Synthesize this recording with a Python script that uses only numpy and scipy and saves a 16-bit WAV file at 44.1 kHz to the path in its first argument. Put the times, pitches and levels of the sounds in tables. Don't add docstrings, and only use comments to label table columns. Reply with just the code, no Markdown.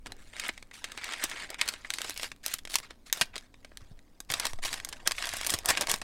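import sys
import numpy as np
from scipy import signal
from scipy.fft import rfft, irfft, next_fast_len
from scipy.io import wavfile
from scipy.ndimage import uniform_filter1d

SR = 44100
rng = np.random.default_rng(int(sys.argv[2]) if len(sys.argv) > 2 else 0)


def unload_wav(signal):
    wavfile.write(
        sys.argv[1],
        SR,
        np.round(np.clip(np.atleast_2d(signal).T, -1, 1) * 32767).astype(np.int16),
    )


N = 265918
TIME = np.arange(N) / SR
BINS = np.fft.rfftfreq(2048, 1 / SR)

# frequency_hz, level_db
ROOM_TONE = [(30, 2), (100, -19), (200, -12), (265, -8.5), (350, -18), (600, -21.5), (1200, -30.5),
             (3000, -47), (8700, -42), (16000, -43)]
# frequency_hz, t60_s
REVERB = [(200, 0.28), (1000, 0.36), (4000, 0.22), (9000, 0.18), (15000, 0.23)]
# delay_ms, level_db
REFLECTIONS = [(3.1, -34.5), (6.3, -19), (7.1, -29)]
# time_s, level_db
AIR_LEVELS = [(0, -51.5), (.5, -60), (2.55, -57.5), (3.1, -58), (3.7, -58.5), (3.839, -52.5), (4.15, -64.5),
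              (4.35, -52), (4.9, -54), (5.4, -51.5), (6, -51.5)]
# start_s, level_db, pitch_hz
TABLE_BUMPS = [(3.211, -46, 133), (3.214, -47.5, 246), (3.812, -50.5, 79), (3.831, -72, 207),
               (3.912, -53, 110), (4.302, -50.5, 98), (4.534, -50.5, 73), (5.33, -54, 85),
               (5.537, -43, 81.3), (5.689, -42, 73)]
# frequency_hz, level_db
PAPER_TONE = [(40, -29), (130, -17.5), (260, -11), (430, -9.5), (700, -7), (1150, -5), (1900, 0),
              (3100, -2), (5100, -2.5), (8300, -8.5), (10700, -11.5), (13700, -19), (16000, -25.5)]
# centre_hz, half_width_hz, gain_db
FLAT_MODES = [(1680, 110, 3), (2190, 110, 5), (3640, 340, 3.5), (5540, 250, -3), (8330, 980, 7)]
# centre_hz, half_width_hz, gain_db
OPEN_MODES = [(397, 81, -6.5), (700, 60, 7.5), (1099, 84, 9), (1356, 58, -7.5), (1670, 71, 5),
              (3350, 67, 4), (8560, 1400, 6.5)]
# time_s, flat_share, open_share
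BAG_SHAPE = [(1.7, 0.78, 0), (2.1, 0.35, 0.015), (3.4, 0.18, 0.18), (4.3, 0.16, 0.44), (5.6, 0.13, 0.64)]
# start_s, length_s, level_db, swell_db, body_db (at 400 Hz), bright_db (near 12 kHz)
SLIDES = [(0.051, 0.13, -58, -6, 22, -12), (0.181, 0.2, -59.5, -4, 11, 0), (0.324, 0.14, -45.5, 15, 3, -9),
          (0.508, 0.093, -61.5, -1.5, -5, -4), (0.729, 0.064, -50, -2, 1, 0),
          (0.807, 0.15, -53.5, 1.5, 7, -11), (0.964, 0.17, -43, 12, -1.5, -14.5),
          (1.144, 0.1, -42.5, 18, -1, -10.5), (1.286, 0.16, -42.5, 1.5, 2.5, -10.5),
          (1.486, 0.075, -49.5, -9.5, 6, -22), (1.581, 0.16, -43.5, -5.5, 1, -10),
          (1.731, 0.14, -57, 11, 4.5, -7), (1.893, 0.22, -46, 5, 5.5, -0.5),
          (2.151, 0.099, -45, 10.5, 2, 2), (2.43, 0.11, -44.5, 3, -5.5, 0.5), (2.689, 0.053, -44, 13, 6, 9),
          (2.819, 0.019, -52, 14, -2, -10), (2.889, 0.016, -58.5, 10, 11, -20),
          (3.053, 0.017, -54.5, 12.5, 6.5, -0.5), (3.138, 0.059, -43, 4, 5, 0),
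          (3.332, 0.015, -45, -2, 2, -26), (3.378, 0.064, -62, -0.5, 4, -7),
          (3.524, 0.37, -71.5, 4, 13, -3.5), (3.8, 0.057, -62.5, -10, 18, -5),
          (3.901, 0.026, -63.5, -2, 25.5, -6), (4.288, 0.18, -41.5, 4.5, 6.5, -8),
          (4.472, 0.088, -52.5, -21, 8, 5), (4.618, 0.04, -37, 12.5, 2.5, 2),
          (4.699, 0.077, -42.5, -4.5, 11, -0.5), (4.76, 0.21, -54.5, 0.5, 15.5, -4),
          (4.989, 0.079, -55.5, -7, 18, -7), (5.054, 0.026, -37.5, -6, 10, -7),
          (5.107, 0.077, -52, 18, -0.5, 1), (5.176, 0.28, -41, -0.5, 2, -3.5),
          (5.446, 0.087, -40.5, 14, 14.5, 5.5), (5.556, 0.069, -50.5, -4, 7, -8),
          (5.643, 0.039, -37, 2, 12.5, -3), (5.68, 0.023, -24, 1.5, 7, -9.5),
          (5.726, 0.1, -40, 9.5, 17, -8), (5.881, 0.061, -33.5, -5, 12, -0.5)]
# start_s, level_db, body_db, bright_db, decay_ms
CREASE_POPS = [(3.542, -51, 9, -11.5, 1.2), (3.6474, -43.5, 5.5, -8.5, 2.1),
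               (3.7175, -51.5, 13.5, -36, 1.3), (3.7723, -40, -6.5, 4.5, 1.1),
               (3.991, -55.5, -7.5, -7, 0.82), (4.2033, -37, 14, 11.5, 1.44), (4.3015, -27.5, 7, -2, 5.5),
               (4.3155, -32, 9.5, 26.5, 1.3), (4.3211, -29, -10, -1, 0.86), (4.3385, -23, 0, 0, 1.4),
               (4.3985, -25, 3.5, 5.5, 2), (4.4532, -24.5, 10, 4, 2.4), (4.4675, -27.5, 5, 6.5, 2.18),
               (4.5338, -38.5, 13, 2, 0.35), (4.5875, -43, 19, -11, 3.6), (4.7291, -29.5, -15, -0.5, 3.1),
               (4.7404, -30.5, 2, 2, 1.85), (4.8004, -37, -13, -11, 0.77), (4.8484, -31.5, -3, 10, 1.17),
               (4.8889, -37, 14, 12, 2.2), (4.9269, -34.5, 1.5, -4.5, 3.07), (5.0744, -17.5, 2.5, 7, 1.33),
               (5.1107, -28.6, 2.5, -5, 0.9), (5.1189, -26.5, -3, 1.5, 1.02),
               (5.1824, -31.5, -29, -33, 0.56), (5.2244, -31.5, -4, -9, 1.5), (5.2555, -33.5, 7.5, 6, 1.66),
               (5.2705, -33, 5, 4, 1.82), (5.2907, -32.5, -22, 4, 0.92), (5.3369, -32, 19, 10.5, 1.33),
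               (5.3678, -33.5, 18, 17, 2.85), (5.4125, -32.5, 12, 7, 1.1), (5.4473, -32.5, 0.5, 4, 1.66),
               (5.4655, -27.5, -10, 7.5, 0.84), (5.4702, -26, 9, 21, 0.68), (5.4965, -28, 1, 2, 1.8),
               (5.5031, -23.5, 4, 15.5, 2.04), (5.5387, -22, 15, 9, 4.7), (5.5885, -33.5, 6, 11, 0.4),
               (5.6586, -25, 4.5, 18, 0.32), (5.6873, -21, 12, 18, 9), (5.7035, -19.5, 11, 8.5, 4.7),
               (5.7517, -32.8, -7, -28.5, 0.54), (5.7725, -22.5, -12, -8, 4.1),
               (5.8103, -22.5, 14.5, 9.5, 4.9), (5.8214, -30.5, -2, 0, 1.03),
               (5.8711, -29.5, 3, -0.5, 1.53), (5.8958, -23, 2.5, 4.5, 8), (5.9151, -21.9, 5, 17.5, 0.81),
               (5.9401, -24.5, 15, 1.5, 1.7), (6.0158, -33, 12.5, -3.5, 3.1)]
# pitch_hz, level_db, t60_s
BLADE_MODES = [(6900, -4.5, 0.0049), (14240, -0.5, 0.0054)]
# start_s, level_db
BLADE_HITS = [(2.463, -26), (2.5388, -27), (3.1275, -12.5)]
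# start_s, level_db, body_db, bright_db, decay_ms
SCISSOR_KNOCKS = [(3.0986, -45.5, -13, -13, 0.8), (3.1274, -21, 0, 8.5, 0.39),
                  (3.2115, -17.5, -0.5, -1.5, 6), (3.2173, -22, -5, -8, 3.1), (3.3571, -35, -14, -5, 0.89),
                  (3.3639, -34.5, 6.5, -4, 0.73), (3.3801, -36.5, -21, 0, 1.2)]
# start_s, level_db, body_db, bright_db, decay_ms
FIBRE_SNAPS = [(0.0602, -38, 19, -6, 3.7), (0.0678, -38, 14, -2.5, 4.6), (0.1209, -37, 14, 2.5, 0.9),
               (0.3662, -38.5, 4, -9, 1.3), (0.3976, -28.5, -10, 0, 2.9), (0.4828, -37, -16, 23, 3.1),
               (0.4895, -27, -14, -32, 1.4), (0.4922, -28.5, 9, -9.5, 2.8), (0.5776, -41, -2, -6.5, 1.8),
               (0.6264, -43, 9, -3, 2.2), (0.7122, -44, 1, -15, 4.2), (0.8422, -29, -1, -4, 4.9),
               (0.9191, -37.5, 7, 3, 1.7), (0.9761, -34, 7.5, -3, 2), (1.0427, -32, -1, 2, 2.5),
               (1.1232, -36, 0.5, -5, 2.3), (1.1359, -31, -17, -5.5, 2), (1.2392, -22, 14, 14, 4.2),
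               (1.298, -38, 1, 10, 1.51), (1.3146, -36, -9, -11, 2.1), (1.503, -35, 13, 10.5, 2.4),
               (1.5439, -36, 2, -5.5, 1.4), (1.6133, -20, -21, -4.5, 1.4), (1.6168, -22.5, -1, -6.5, 0.42),
               (1.6783, -30, -4, 2, 1.7), (1.6871, -23, 1, 6.5, 4.4), (1.7379, -36.5, 8, 0, 1.3),
               (1.8477, -34.5, -8, -41, 3.95), (1.9043, -25.5, -7.5, 1, 0.6),
               (1.9377, -28, -15.5, 3.5, 3.2), (1.9853, -30, -1, -3, 1.2), (2.0175, -29, -1, 3, 1.4),
               (2.0449, -32.5, 9, -4, 6.3), (2.0968, -31, 14, 13, 0.33), (2.1069, -35.5, 5, 6, 0.56),
               (2.1761, -34, -12, 8.5, 0.96), (2.1971, -34.5, -1.5, -16, 2.26), (2.2318, -28.5, 3, 0, 2.4),
               (2.2429, -32.5, 1, -12, 4.5), (2.3168, -36, 7.5, -9, 2.4), (2.4628, -24.5, 8, 16.5, 1),
               (2.4812, -34, 6, 10, 1.7), (2.5395, -24, 7.5, 16, 1.67), (2.5892, -40, -13, -2, 1.68),
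               (2.6522, -36.5, 6, -1, 1.3), (2.6744, -40, 7, -4.5, 2.75), (2.7411, -27, -22, 1.5, 2.9),
               (2.7557, -17.5, -1, 6.5, 3.1), (2.7853, -32.5, 1, 6, 3.8), (2.9072, -40.5, 11, -7.5, 3.3)]


def amp(db):
    return 10 ** (np.asarray(db) / 20)


def unit_rms(x):
    return x / np.sqrt(np.mean(x ** 2) + 1e-20)


def curve(points, hz):
    knots_hz, value = np.transpose(points)
    return np.interp(np.log(hz + 1), np.log(knots_hz + 1), value)


def bell(hz, centre_hz, half_width_hz):
    return 1 / (1 + ((hz - centre_hz) / half_width_hz) ** 2)


def minimum_phase(db):
    log_gain = db * np.log(10) / 20
    cepstrum = irfft(log_gain)
    cepstrum[:, len(BINS):] = 0
    return np.exp(log_gain + 2j * rfft(cepstrum).imag)


def add(mix, start_s, sound):
    part = mix[max(round(start_s * SR), 0):][:len(sound)]
    part += sound[:len(part)]


def noise(spectrum):
    size = next_fast_len(N, True)
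    eq = amp(curve(spectrum, np.fft.rfftfreq(size, 1 / SR)))
    return unit_rms(irfft(rfft(rng.standard_normal(size)) * eq, size)[:N])


def room_tone(level_db):
    return amp(level_db) * noise(ROOM_TONE)


def room(x, early_db, early_s, wet_db):
    t = np.arange(SR // 2) / SR
    scatter = rng.standard_normal(len(t)) * (rng.random(len(t)) < .1)
    scatter *= (t > .003) * np.exp(-t / early_s)
    hz, frame_s, wash = signal.stft(rng.standard_normal(len(t)) * (t > .011), SR, nperseg=256)
    tail = signal.istft(wash * amp(-60 * frame_s / curve(REVERB, hz)[:, None]), SR)[1][:len(t)]
    response = amp(early_db) * scatter / np.linalg.norm(scatter)
    response += amp(wet_db) * tail / np.linalg.norm(tail)
    response[0] += 1
    for ms, db in REFLECTIONS:
        add(response, ms / 1000, amp(db) * np.array([.15, .7, .15]))
    return signal.fftconvolve(x, response)[:N]


def air_waft(gain_db):
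    time_s, level_db = np.transpose(AIR_LEVELS)
    rumble = noise([(3, -10), (12, 4.5), (25, -6.5), (50, -14), (100, -16.5), (300, -55), (1000, -100)])
    return amp(np.interp(TIME, time_s, level_db) + gain_db) * rumble


def air_puff(peak_s, level_db, hz, width_s):
    t = TIME - peak_s
    return -amp(level_db) * np.cos(2 * np.pi * hz * t) * np.exp(-(t / width_s) ** 2)


def table_thuds(gain_db, decay_s, rise_s):
    out, t = np.zeros(N), np.arange(SR // 4) / SR
    envelope = (1 - np.exp(-t / rise_s)) * np.exp(-t / decay_s)
    for start_s, db, hz in TABLE_BUMPS:
        tone = sum(np.sin(2 * np.pi * (hz * ratio * t + rng.random())) / ratio for ratio in (1, 1.5))
        add(out, start_s, amp(db + gain_db) * tone * envelope)
    return out


def paper_eq(hz, time_s, body_db, bright_db):
    low_shelf = curve([(400, 1), (2000, 0)], hz)
    high_tilt = curve([(2000, 0), (8000, .65), (16000, 1.3)], hz)
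    knots_s, *shares = np.transpose(BAG_SHAPE)
    bag_db = 0
    for share, modes in zip(shares, (FLAT_MODES, OPEN_MODES)):
        modes_db = sum(db * bell(hz, centre, width) for centre, width, db in modes)
        bag_db += np.interp(time_s, knots_s, share) * modes_db
    return curve(PAPER_TONE, hz) + bag_db + body_db * low_shelf + bright_db * high_tilt


def slide_envelopes(t, attack_s=.009, release_db_per_s=414.5):
    start_s, length_s, level_db, swell_db, body_db, bright_db = np.transpose(SLIDES)[:, :, None]
    age = t - start_s
    held_db = level_db + swell_db * (np.clip(age / length_s, 0, 1) - .5)
    fade_db = release_db_per_s * np.maximum(age - length_s, 0)
    power = (np.clip(age / attack_s, 0, 1) * amp(held_db - fade_db)) ** 2
    rest_power, rest_body_db, rest_bright_db = amp(-72) ** 2, 14.5, -3
    total = power.sum(0) + rest_power
    body = ((power * body_db).sum(0) + rest_power * rest_body_db) / total
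    bright = ((power * bright_db).sum(0) + rest_power * rest_bright_db) / total
    return 10 * np.log10(total), body, bright


def paper_slide(gain_db, grains_per_s, spread_db, hiss_db, patchy_db, judder_db):
    sizes = amp(spread_db * np.minimum(rng.exponential(1, N), 4)) * rng.choice([-1, 1], N)
    grains = unit_rms(sizes * (rng.random(N) < grains_per_s / SR))
    slips = unit_rms(grains + amp(hiss_db) * rng.standard_normal(N))
    hz, t, spectra = signal.stft(slips, SR, nperseg=384, noverlap=288)
    level_db, body_db, bright_db = slide_envelopes(t)
    patches = uniform_filter1d(rng.standard_normal(spectra.shape), size=4, axis=0)
    patches = unit_rms(uniform_filter1d(patches, size=8, axis=1))
    eq = amp(paper_eq(hz[:, None], t, body_db, bright_db) + patchy_db * patches)
    eq /= np.sqrt(np.mean(eq ** 2, axis=0))
    rub = signal.istft(spectra * eq, nperseg=384, noverlap=288)[1][:N]
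    judder = unit_rms(uniform_filter1d(rng.standard_normal(N), size=220))
    return rub * amp(np.interp(TIME, t, level_db) + gain_db + judder_db * judder)


def snaps(cues, gain_db, stretch, ring_hz, ring_db, ring_width, crack, rise,
          flutter_db, flutter_s, ripple_db, dull_hz):
    out, t = np.zeros(N), np.arange(2 * (len(BINS) - 1)) / SR
    start_s, level_db, body_db, bright_db, decay_ms = np.asarray(cues, float).T[:, :, None]
    octaves = bright_db / 16 + .19 * rng.standard_normal(start_s.shape)
    patch_hz = np.clip(ring_hz * 2 ** octaves, 1983, 9060)
    grain, modes = rng.standard_normal((len(cues), 2, len(t))).transpose(1, 0, 2)
    age = 1000 * t / (stretch * np.maximum(decay_ms, .1))
    envelope = (np.exp(-age) + amp(flutter_db) * np.exp(-t / flutter_s)) * (1 - np.exp(-age / rise))
    fracture = rfft(crack * grain * np.exp(-age / .23))
    flurry = rfft(grain * envelope) / (1 + 1j * BINS / dull_hz)
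    force = fracture + flurry
    force /= np.sqrt(uniform_filter1d(abs(force) ** 2, size=90))
    ripple = unit_rms(uniform_filter1d(modes[:, :len(BINS)], size=14))
    patch_db = ring_db * bell(BINS, patch_hz, ring_width * patch_hz) + ripple_db * ripple
    hits = irfft(force * minimum_phase(paper_eq(BINS, start_s, body_db, bright_db) + patch_db))
    energy = np.sum(hits ** 2, axis=1, keepdims=True)
    hits *= amp(level_db + gain_db) * np.sqrt(.005 * SR / energy)
    for start, hit in zip(start_s[:, 0], hits):
        add(out, start, hit)
    return out


def crackle_cues(start_s, end_s, max_per_s, offset_db, spread_db, decay_ms, cap_db, duller_db):
    gap, size, body, dullness, chance = rng.random((330, 5)).T
    time_s = start_s + np.cumsum(-np.log(1 - gap)) / max_per_s
    slide_db, body_db, bright_db = slide_envelopes(time_s)
    idle_db, busy_db, idle_share = -66, -42, .12
    density = np.maximum((slide_db - idle_db) / (busy_db - idle_db), idle_share)
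    level_db = np.minimum(slide_db + offset_db + spread_db * size ** 2, cap_db)
    body_db += 10 * (body - .5)
    bright_db -= duller_db * dullness
    cues = np.c_[time_s, level_db, body_db, bright_db, np.full(len(time_s), decay_ms)]
    return cues[(time_s < end_s) & (chance < density)]


def fine_crackle():
    fibres = crackle_cues(0, 2.8, max_per_s=80, offset_db=-2.5, spread_db=9.5,
                          decay_ms=1, cap_db=-38, duller_db=7.5)
    wrinkles = crackle_cues(3.45, 6.03, max_per_s=50, offset_db=-1.5, spread_db=10.5,
                            decay_ms=1.26, cap_db=-31.5, duller_db=8.5)
    return snaps(np.r_[fibres, wrinkles], gain_db=-1.5, stretch=1.32,
                 ring_hz=3480, ring_db=7, ring_width=.37,
                 crack=.49, rise=.31, flutter_db=-17.5, flutter_s=.004, ripple_db=3.5, dull_hz=6000)


def crease_pops():
    return snaps(CREASE_POPS, gain_db=0, stretch=1.3, ring_hz=3790, ring_db=3.5, ring_width=.074,
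                 crack=.81, rise=.49, flutter_db=-31, flutter_s=.0036, ripple_db=1.5, dull_hz=7100)


def blade_clinks():
    out, t = np.zeros(N), np.arange(SR // 20) / SR
    ring = sum(amp(db - 60 * t / t60) * np.sin(2 * np.pi * hz * t) for hz, db, t60 in BLADE_MODES)
    for start_s, db in BLADE_HITS:
        add(out, start_s, amp(db) * ring)
    return out


def scissor_clacks():
    return snaps(SCISSOR_KNOCKS, gain_db=0, stretch=1.25, ring_hz=4500, ring_db=3.5, ring_width=.11,
                 crack=.53, rise=.07, flutter_db=-17.5, flutter_s=.008, ripple_db=2, dull_hz=6000)


def scissor_cuts():
    return snaps(FIBRE_SNAPS, gain_db=-1, stretch=1.33, ring_hz=3280, ring_db=4.5, ring_width=.063,
                 crack=1.52, rise=.1, flutter_db=-21.5, flutter_s=.0055, ripple_db=1.5, dull_hz=5000)


def scene():
    close = scissor_cuts() + scissor_clacks() + blade_clinks() + crease_pops() + fine_crackle()
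    close += paper_slide(gain_db=-1, grains_per_s=1100, spread_db=1,
                         hiss_db=-5.5, patchy_db=4, judder_db=1.43)
    close += table_thuds(gain_db=12.5, decay_s=.009, rise_s=.0015)
    air = air_waft(gain_db=2.5) + air_puff(peak_s=4.59, level_db=-28.5, hz=8.9, width_s=.089)
    in_room = room(close, early_db=-18, early_s=.0069, wet_db=-26)
    return (in_room + air + room_tone(level_db=-59.5))[None]


def record(dry, cutoff_hz=16050):
    low_pass = signal.firwin(301, cutoff_hz, window=("kaiser", 8), fs=SR)
    return signal.oaconvolve(dry, low_pass[None], "same")


dry = scene()
out = record(dry)
unload_wav(out)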